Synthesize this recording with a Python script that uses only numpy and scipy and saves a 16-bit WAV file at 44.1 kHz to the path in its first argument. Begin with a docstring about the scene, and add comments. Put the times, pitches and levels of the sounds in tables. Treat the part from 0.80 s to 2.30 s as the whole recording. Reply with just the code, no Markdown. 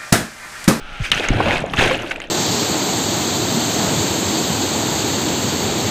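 """A camera in a waterproof case rides a water slide into an indoor pool.
Water rushes down the chute; spray crackles and slaps the case. At 0.5 s the case plunges in with
a pressure surge, the rush fades, and air dragged under churns away as ringing bubbles. Near 1 s
the thrown-up water falls back in a second splash. Last drops and bubbles tick against the case."""
import sys
import numpy as np
from scipy import signal
from scipy.fft import rfft, irfft
from scipy.io import wavfile

SR = 44100
rng = np.random.default_rng(int(sys.argv[2]) if len(sys.argv) > 2 else 0)


def bounce(signal):
    """Save signal as a 16-bit WAV file at the path given by the first command-line argument."""
    frames = np.transpose(np.atleast_2d(signal))
    limited = np.clip(frames, -1, 1)
    pcm = np.round(limited * 32767).astype(np.int16)
    wavfile.write(sys.argv[1], SR, pcm)


N = 66150
T = np.arange(N) / SR

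# Spectrum of the chute rush and the hall tail. Each row: frequency in Hz, density in dB.
RUSH_SPECTRUM = [(100, -29), (310, -24), (550, -5), (800, -14), (1000, -16), (1400, 3), (1900, -7.5),
                 (2400, -3), (3200, -5.5), (4800, -20), (6100, -20.5), (7300, -35), (8600, -28),
                 (14000, -65)]


def from_db(db):
    """Decibels to gain."""
    return 10 ** (np.asarray(db) / 20)


def unit_rms(x):
    """Scale to rms 1."""
    return x / np.sqrt(np.mean(x ** 2) + 1e-20)


def envelope(rows):
    """Gain over time. Each row: time in seconds, level in dB."""
    return from_db(np.interp(T, *np.transpose(rows)))


def gain_at(spectrum, hz):
    """Gain of a spectrum, interpolated over log frequency."""
    points_hz, db = np.transpose(spectrum)
    return from_db(np.interp(np.log(hz), np.log(points_hz), db))


def add(out, start_s, sound):
    """Mix a sound into out."""
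    i = int(np.clip(start_s * SR, 0, N - 1))
    out[i:i + len(sound)] += sound[:N - i]


def noise(spectrum):
    """Steady shaped noise, falling steeply beyond the spectrum's ends; rms 1."""
    hz = np.maximum(np.arange(N // 2 + 1) * SR / N, 1)
    skirts = 1 / np.sqrt((1 + (spectrum[0][0] / hz) ** 8) * (1 + (hz / spectrum[-1][0]) ** 8))
    return unit_rms(irfft(rfft(rng.standard_normal(N)) * gain_at(spectrum, hz) * skirts, N))


def resonate(x, hz, width_hz):
    """Two-pole resonance, peak gain 1."""
    radius = np.exp(-np.pi * width_hz / SR)
    feedforward = np.array([1, 0, -1]) * (1 - radius ** 2) / 2
    feedback = [1, -2 * radius * np.cos(2 * np.pi * hz / SR), radius ** 2]
    return signal.lfilter(feedforward, feedback, x + 1e-18)


def ring(hz, glide_oct_per_s, swell_s, t60_s):
    """Gliding sine that swells and decays; envelope peak 1."""
    t = T[:int(np.clip((t60_s + 2 * swell_s) * SR, 16, N))]
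    shape = (1 - np.exp(-(t / swell_s) ** 2)) * from_db(-60 * t / t60_s)
    phase = 2 * np.pi * np.cumsum(hz * 2 ** (glide_oct_per_s * t)) / SR
    return np.sin(phase) * shape / (shape.max() + 1e-12)


def bubble_cloud(spectrum, per_s, t60_cycles, spread_db, rise_oct, pitches):
    """Bubbles of random onset and strength, each rising in pitch as it rings down; rms 1."""
    out = np.zeros(N)
    for hz in np.geomspace(spectrum[0][0], spectrum[-1][0], pitches):
        births = rng.random(N) < per_s / pitches / SR
        strengths = from_db(spread_db * np.minimum(rng.exponential(1, N), 4)) * rng.choice([-1, 1], N)
        hz = hz * np.exp(0.044 * rng.uniform(-0.96, 1))
        bubble = ring(hz, rise_oct * hz / t60_cycles, swell_s=0.28 / hz, t60_s=t60_cycles / hz)
        train = signal.fftconvolve(births * strengths, bubble)[:N]
        out += gain_at(spectrum, hz) * np.sqrt(hz) * unit_rms(train)  # higher bands are wider
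    return unit_rms(out)


def chute():
    """A sheet of water hisses down the slide and excites hollow resonances."""
    # Each row: time in seconds, level in dB.
    rush_levels = [(0, -38.5), (.14, -34.5), (.22, -36.5), (.3, -37.5), (.5, -30.5), (.8, -63), (1.5, -74)]
    # Each row: frequency in Hz, width in Hz, level in dB.
    resonances = [(806, 51, -8), (1377, 43, -3)]
    hollow = sum(from_db(db) * unit_rms(resonate(rng.standard_normal(N), hz, width_hz))
                 for hz, width_hz, db in resonances)
    return envelope(rush_levels) * unit_rms(noise(RUSH_SPECTRUM) + hollow)


def churn():
    """Air dragged under breaks into bubbles and large pockets; the flow buffets the case."""
    # Each row: time in seconds, level in dB.
    bubble_levels = [(0, -53), (.305, -42.5), (.325, -40), (.41, -26), (.46, -30.5), (.57, -27),
                     (.62, -22.5), (.68, -27), (.74, -21.5), (.79, -34.5), (.86, -31), (.92, -38),
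                     (.965, -31), (1.015, -17.5), (1.08, -21.5), (1.125, -20.5), (1.18, -30), (1.29, -35),
                     (1.41, -36.5), (1.5, -40.5)]
    pocket_levels = [(0, -49), (.29, -44), (.325, -28), (.4, -37.5), (.48, -34.5), (.52, -27), (.57, -24.5),
                     (.62, -26.5), (.67, -19), (.77, -30.5), (.81, -21), (.86, -35.5), (.95, -30),
                     (1.01, -21.5), (1.1, -29), (1.25, -36.5), (1.34, -43.5), (1.5, -45.5)]
    buffet_levels = [(0, -38.5), (.08, -33.5), (.18, -36.5), (.34, -34), (.44, -40), (.52, -20), (.6, -53),
                     (.73, -30), (.86, -41), (.94, -31.5), (1.04, -21.5), (1.12, -38.5), (1.3, -44),
                     (1.5, -40.5)]
    # Each row: frequency in Hz, density in dB.
    bubble_spectrum = [(280, -1), (400, -5), (560, -2.5), (760, -2.5), (900, -18.5), (1100, -39)]
    pocket_spectrum = [(75, 0.5), (110, -1.5), (170, -1), (280, -2.5)]
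    buffet_spectrum = [(14, 16), (40, 0), (65, -2.5), (100, -36)]
    bubbles = bubble_cloud(bubble_spectrum, per_s=1200, t60_cycles=14.3,
                           spread_db=1.5, rise_oct=0.31, pitches=40)
    pockets = bubble_cloud(pocket_spectrum, per_s=700, t60_cycles=5.8,
                           spread_db=2.6, rise_oct=0.22, pitches=14)
    buffet = envelope(buffet_levels) * noise(buffet_spectrum)
    return envelope(bubble_levels) * bubbles + envelope(pocket_levels) * pockets + buffet


def glugs():
    """Big bubbles pinch off next to the case."""
    # Each row: start in seconds, peak in dB, pitch in Hz, glide in octaves/s, swell and t60 in seconds.
    big_bubbles = [(0.199, -15, 162.4, -33, 0.0066, 0.11), (.3966, -17, 488, -4, 0.001, 0.035),
                   (.503, -7, 228, 21, 0.0038, 0.017), (0.507, -12.5, 119, -10, 0.0024, 0.089),
                   (.553, -15, 114.3, -2.5, 0.0019, 0.18), (.6, -14.5, 470, 3, 0.0017, .035),
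                   (.601, -9.5, 765, 3, 0.003, 0.037), (.603, -10, 1063, 8, 0.00054, 0.028),
                   (.66, -15.5, 547.5, 2.5, 0.0041, 0.18), (.686, -14, 744, 8, 0.0031, 0.059),
                   (.8395, -11, 566, -1, 0.0022, 0.011), (1.045, -19, 1015, 7, .002, .04),
                   (1.113, -14.5, 507, 3.5, 0.0028, 0.15), (1.24, -23.5, 330, 3, 0.0034, 0.12)]
    out = np.zeros(N)
    for start_s, db, hz, glide_oct_per_s, swell_s, t60_s in big_bubbles:
        add(out, start_s, from_db(db) * ring(hz, glide_oct_per_s, swell_s, t60_s))
    return out


def surges():
    """Pressure drops and swings back as the case ploughs into the water."""
    # Each row: start in seconds, peak in dB, pitch in Hz, swell and t60 in seconds.
    impacts = [(0.208, -16, 32, 0.012, 0.07), (0.499, -8, 37.7, 0.012, 0.072)]
    out = np.zeros(N)
    for start_s, db, hz, swell_s, t60_s in impacts:
        add(out, start_s, -from_db(db) * ring(hz, 0, swell_s, t60_s))
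    return out


def spray():
    """Drops crackle on the case among small ringing bubbles; fizz rises where spray meets air."""
    # Each row: time in seconds, level in dB.
    spray_levels = [(0, -55), (.222, -36), (.252, -25.5), (.28, -32.5), (.312, -31), (.322, -19.5),
                    (.40, -26.5), (.45, -23), (.476, -30.5), (.55, -29), (.64, -24.5), (.735, -20.5),
                    (.79, -27), (.84, -40), (.925, -37.5), (.958, -34.5), (.976, -18.5), (1.008, -13.5),
                    (1.036, -18.5), (1.072, -20), (1.09, -22), (1.14, -22.5), (1.175, -30), (1.23, -33.5),
                    (1.29, -33), (1.38, -41.5), (1.43, -34.5), (1.5, -49)]
    fizz_levels = [(0, -69), (.22, -49.5), (.25, -35.5), (.305, -43), (.33, -37.5), (.44, -42), (.51, -64),
                   (.66, -65), (.75, -37), (.87, -67), (.95, -52.5), (1.01, -30), (1.1, -38), (1.17, -52),
                   (1.3, -48), (1.5, -99)]
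    # Each row: frequency in Hz, density in dB.
    spray_spectrum = [(850, -8.5), (1100, -9), (1480, 4.5), (1900, 1), (2500, 5), (3100, -0.5),
                      (4000, -8.5), (5000, -41), (5700, -48), (6300, -15), (7300, -28), (8500, -25),
                      (13000, -34.5)]
    fizz_spectrum = [(4500, 5.5), (5400, -5.5), (6300, 3), (7300, -11), (8600, -0.5), (11000, -37),
                     (13500, -12)]
    crackle = bubble_cloud(spray_spectrum, per_s=7000, t60_cycles=6.7,
                           spread_db=4, rise_oct=0.036, pitches=30)
    bubbles = bubble_cloud(spray_spectrum, per_s=6500, t60_cycles=43,
                           spread_db=3, rise_oct=0.14, pitches=60)
    fizz = bubble_cloud(fizz_spectrum, per_s=4000, t60_cycles=37,
                        spread_db=3, rise_oct=0.032, pitches=30)
    drops = unit_rms(from_db(-5.5) * crackle + bubbles)
    return envelope(spray_levels) * drops + envelope(fizz_levels) * fizz


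def clumps(depth_db=1.33, top_hz=68):
    """Water arrives in clumps: a quick random flutter of gain."""
    lowpass = signal.butter(2, top_hz, fs=SR, output="sos")
    swing = signal.sosfilt(lowpass, rng.standard_normal(N + SR))[SR:]
    return from_db(depth_db * unit_rms(swing))


def sloshes():
    """Bodies of water hit the case, each a turbulent swell around one pitch."""
    # Each row: start in seconds, level in dB, centre and width in Hz, swell and t60 in seconds.
    swells = [(.23, -24.5, 2300, 696, 0.02, 0.12), (0.3172, -15, 5300, 2500, 0.00066, 0.014),
              (0.3171, -20.5, 164, 240, 0.0011, 0.031), (0.487, -13.5, 1330, 1480, 0.00053, 0.042),
              (.601, -13.5, 720, 750, 0.0031, 0.031), (.648, -21.5, 690, 626, 0.0094, 0.87),
              (0.9367, -17.5, 1040, 1290, 0.0011, 0.042), (.981, -19.5, 125, 90, 0.008, 0.084),
              (1.003, -18.5, 795, 496, .008, 0.086), (1.139, -22.5, 2780, 890, .008, 0.038),
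              (1.229, -27.5, 680, 890, 0.0066, 0.075), (1.3087, -17, 1620, 1250, 0.0025, 0.039)]
    out = np.zeros(N)
    for start_s, db, hz, width_hz, swell_s, t60_s in swells:
        shape = (1 - np.exp(-(T / swell_s) ** 2)) * from_db(-60 * T / t60_s)
        band = resonate(rng.standard_normal(N + SR), hz, width_hz)
        swirl = resonate(band, hz, width_hz)[SR:]
        add(out, start_s, from_db(db) * unit_rms(swirl) * shape / shape.max())
    return out


def slaps(splatter_attack_s=0.000094):
    """Water slaps the case: a short ring plus a burst of splatter."""
    # Each row: start in seconds, ring peak in dB, pitch in Hz, ring t60 in seconds,
    # splatter level in dB, splatter t60 in seconds.
    hits = [(0.3166, 0.5, 3100, 0.021, -9.5, 0.036), (0.3166, 1, 3720, 0.0073, -14, 0.009),
            (.3212, -1, 2890, 0.01, -22, 0.013), (0.3485, -19, 6100, .01, -23, 0.0065),
            (0.3768, -12.5, 1730, 0.011, -13, 0.022), (0.397, -11.5, 3540, 0.0065, -21.5, 0.022),
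            (0.4391, -13, 1740, 0.012, -33, 0.016), (0.486, -14, 2210, 0.019, -24, 0.04),
            (.4864, -11, 6450, 0.0066, -28, 0.011), (.7089, -6, 1960, 0.0078, -14, .012),
            (0.7675, -17, 2180, 0.029, -28, 0.026), (.9354, -13, 2660, 0.011, -17, 0.037),
            (0.9712, -11, 2680, 0.014, -19, 0.016), (.9913, -20, 2130, 0.01, -12.5, 0.032),
            (1.0461, -21, 2050, 0.0095, -16.5, .03), (1.0976, -8.5, 2270, 0.0088, -19, .01),
            (1.111, -14, 1090, 0.036, -15.5, 0.037), (1.1913, -19, 2900, 0.018, -27, .045),
            (1.316, -14.5, 2600, 0.0063, -23, 0.056), (1.3594, -18, 2450, 0.017, -23, 0.037),
            (1.402, -25, 2070, 0.048, -19.5, 0.012), (1.4177, -15.5, 2980, 0.0055, -24.5, 0.016),
            (1.4397, -24.5, 3060, 0.022, -25, 0.015)]
    # Each row: frequency in Hz, density in dB.
    splatter_spectrum = [(600, 7.5), (1000, -3.5), (1500, 6), (2900, 5.5), (4500, -12), (6300, -24),
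                         (9000, -23.5), (13000, -23.5)]
    out = np.zeros(N)
    for start_s, db, hz, t60_s, splatter_db, splatter_t60_s in hits:
        add(out, start_s, from_db(db) * ring(hz, glide_oct_per_s=1, swell_s=0.00023, t60_s=t60_s))
        burst = (1 - np.exp(-T / splatter_attack_s)) * from_db(splatter_db - 60 * T / splatter_t60_s)
        add(out, start_s, burst * noise(splatter_spectrum))
    return out


def patter():
    """Sparse droplets land on the case, each a short pitched tick."""
    # Each row: time in seconds, level in dB.
    droplet_levels = [(0, -80), (.33, -53), (.55, -61), (.78, -49.5), (.9, -55), (1.08, -43.5), (1.25, -49),
                      (1.38, -54), (1.5, -101)]
    # Each row: frequency in Hz, density in dB.
    droplet_spectrum = [(5000, -2), (6500, 3), (9000, -7.5), (12500, -9)]
    droplets = bubble_cloud(droplet_spectrum, per_s=150, t60_cycles=34,
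                            spread_db=2.8, rise_oct=0.082, pitches=24)
    return envelope(droplet_levels) * droplets


def ticks():
    """Tiny bubbles ping as they burst on the case."""
    # Each row: start in seconds, peak in dB, pitch in Hz.
    bursts = [(0.4856, -25, 8030), (.536, -22.5, 5050), (0.772, -17, 3940), (.781, -26, 8200),
              (.804, -27, 8000), (.862, -31.5, 6800), (0.899, -21, 3250), (.9635, -24, 6440),
              (1.031, -23, 6640), (1.081, -26, 9000), (1.092, -28, 6570), (1.153, -32, 6400),
              (1.157, -30, 7600), (1.222, -26.5, 6100), (1.275, -36, 9050), (1.293, -35, 5200),
              (1.311, -33, 7240), (1.317, -28, 6300), (1.402, -25.5, 6900), (1.4225, -36, 8400),
              (1.472, -39, 6240)]
    out = np.zeros(N)
    for start_s, db, hz in bursts:
        add(out, start_s, from_db(db) * ring(hz, glide_oct_per_s=3.4, swell_s=0.00024, t60_s=0.0048))
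    return out


def hall(x, t60_s=0.61, level_db=-25):
    """Diffuse tail of the pool hall."""
    tail = noise(RUSH_SPECTRUM) * from_db(-60 * T / t60_s)
    return from_db(level_db) * signal.fftconvolve(x, tail / np.sqrt(np.sum(tail ** 2)))[:N]


def scene():
    """Water close to the case, with a little hall on the splashes; mono."""
    # The hiss dips just before the first slap. Each row: time in seconds, gain in dB.
    lull = [(.304, 0), (.306, -13), (.315, -11), (.3165, 0)]
    drops, bubbles, flutter = spray(), churn(), clumps()
    splashes = flutter * drops + patter() + slaps() + ticks()
    above_water = envelope(lull) * (chute() + splashes + hall(splashes))
    return (above_water + flutter * bubbles + sloshes() + glugs() + surges())[None]


def record(dry, rolloff_hz=13400, clip_level=0.92, cutoff_hz=15200):
    """The highest treble rolls off gently, the loudest peaks are softly limited, the top is cut."""
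    dull = signal.sosfilt(signal.butter(6, rolloff_hz, fs=SR, output="sos"), dry)
    clipped = dull / (1 + np.abs(dull / clip_level) ** 6) ** (1 / 6)
    return signal.sosfiltfilt(signal.ellip(8, 0.1, 50, cutoff_hz, fs=SR, output="sos"), clipped)


dry = scene()
out = record(dry)
bounce(out)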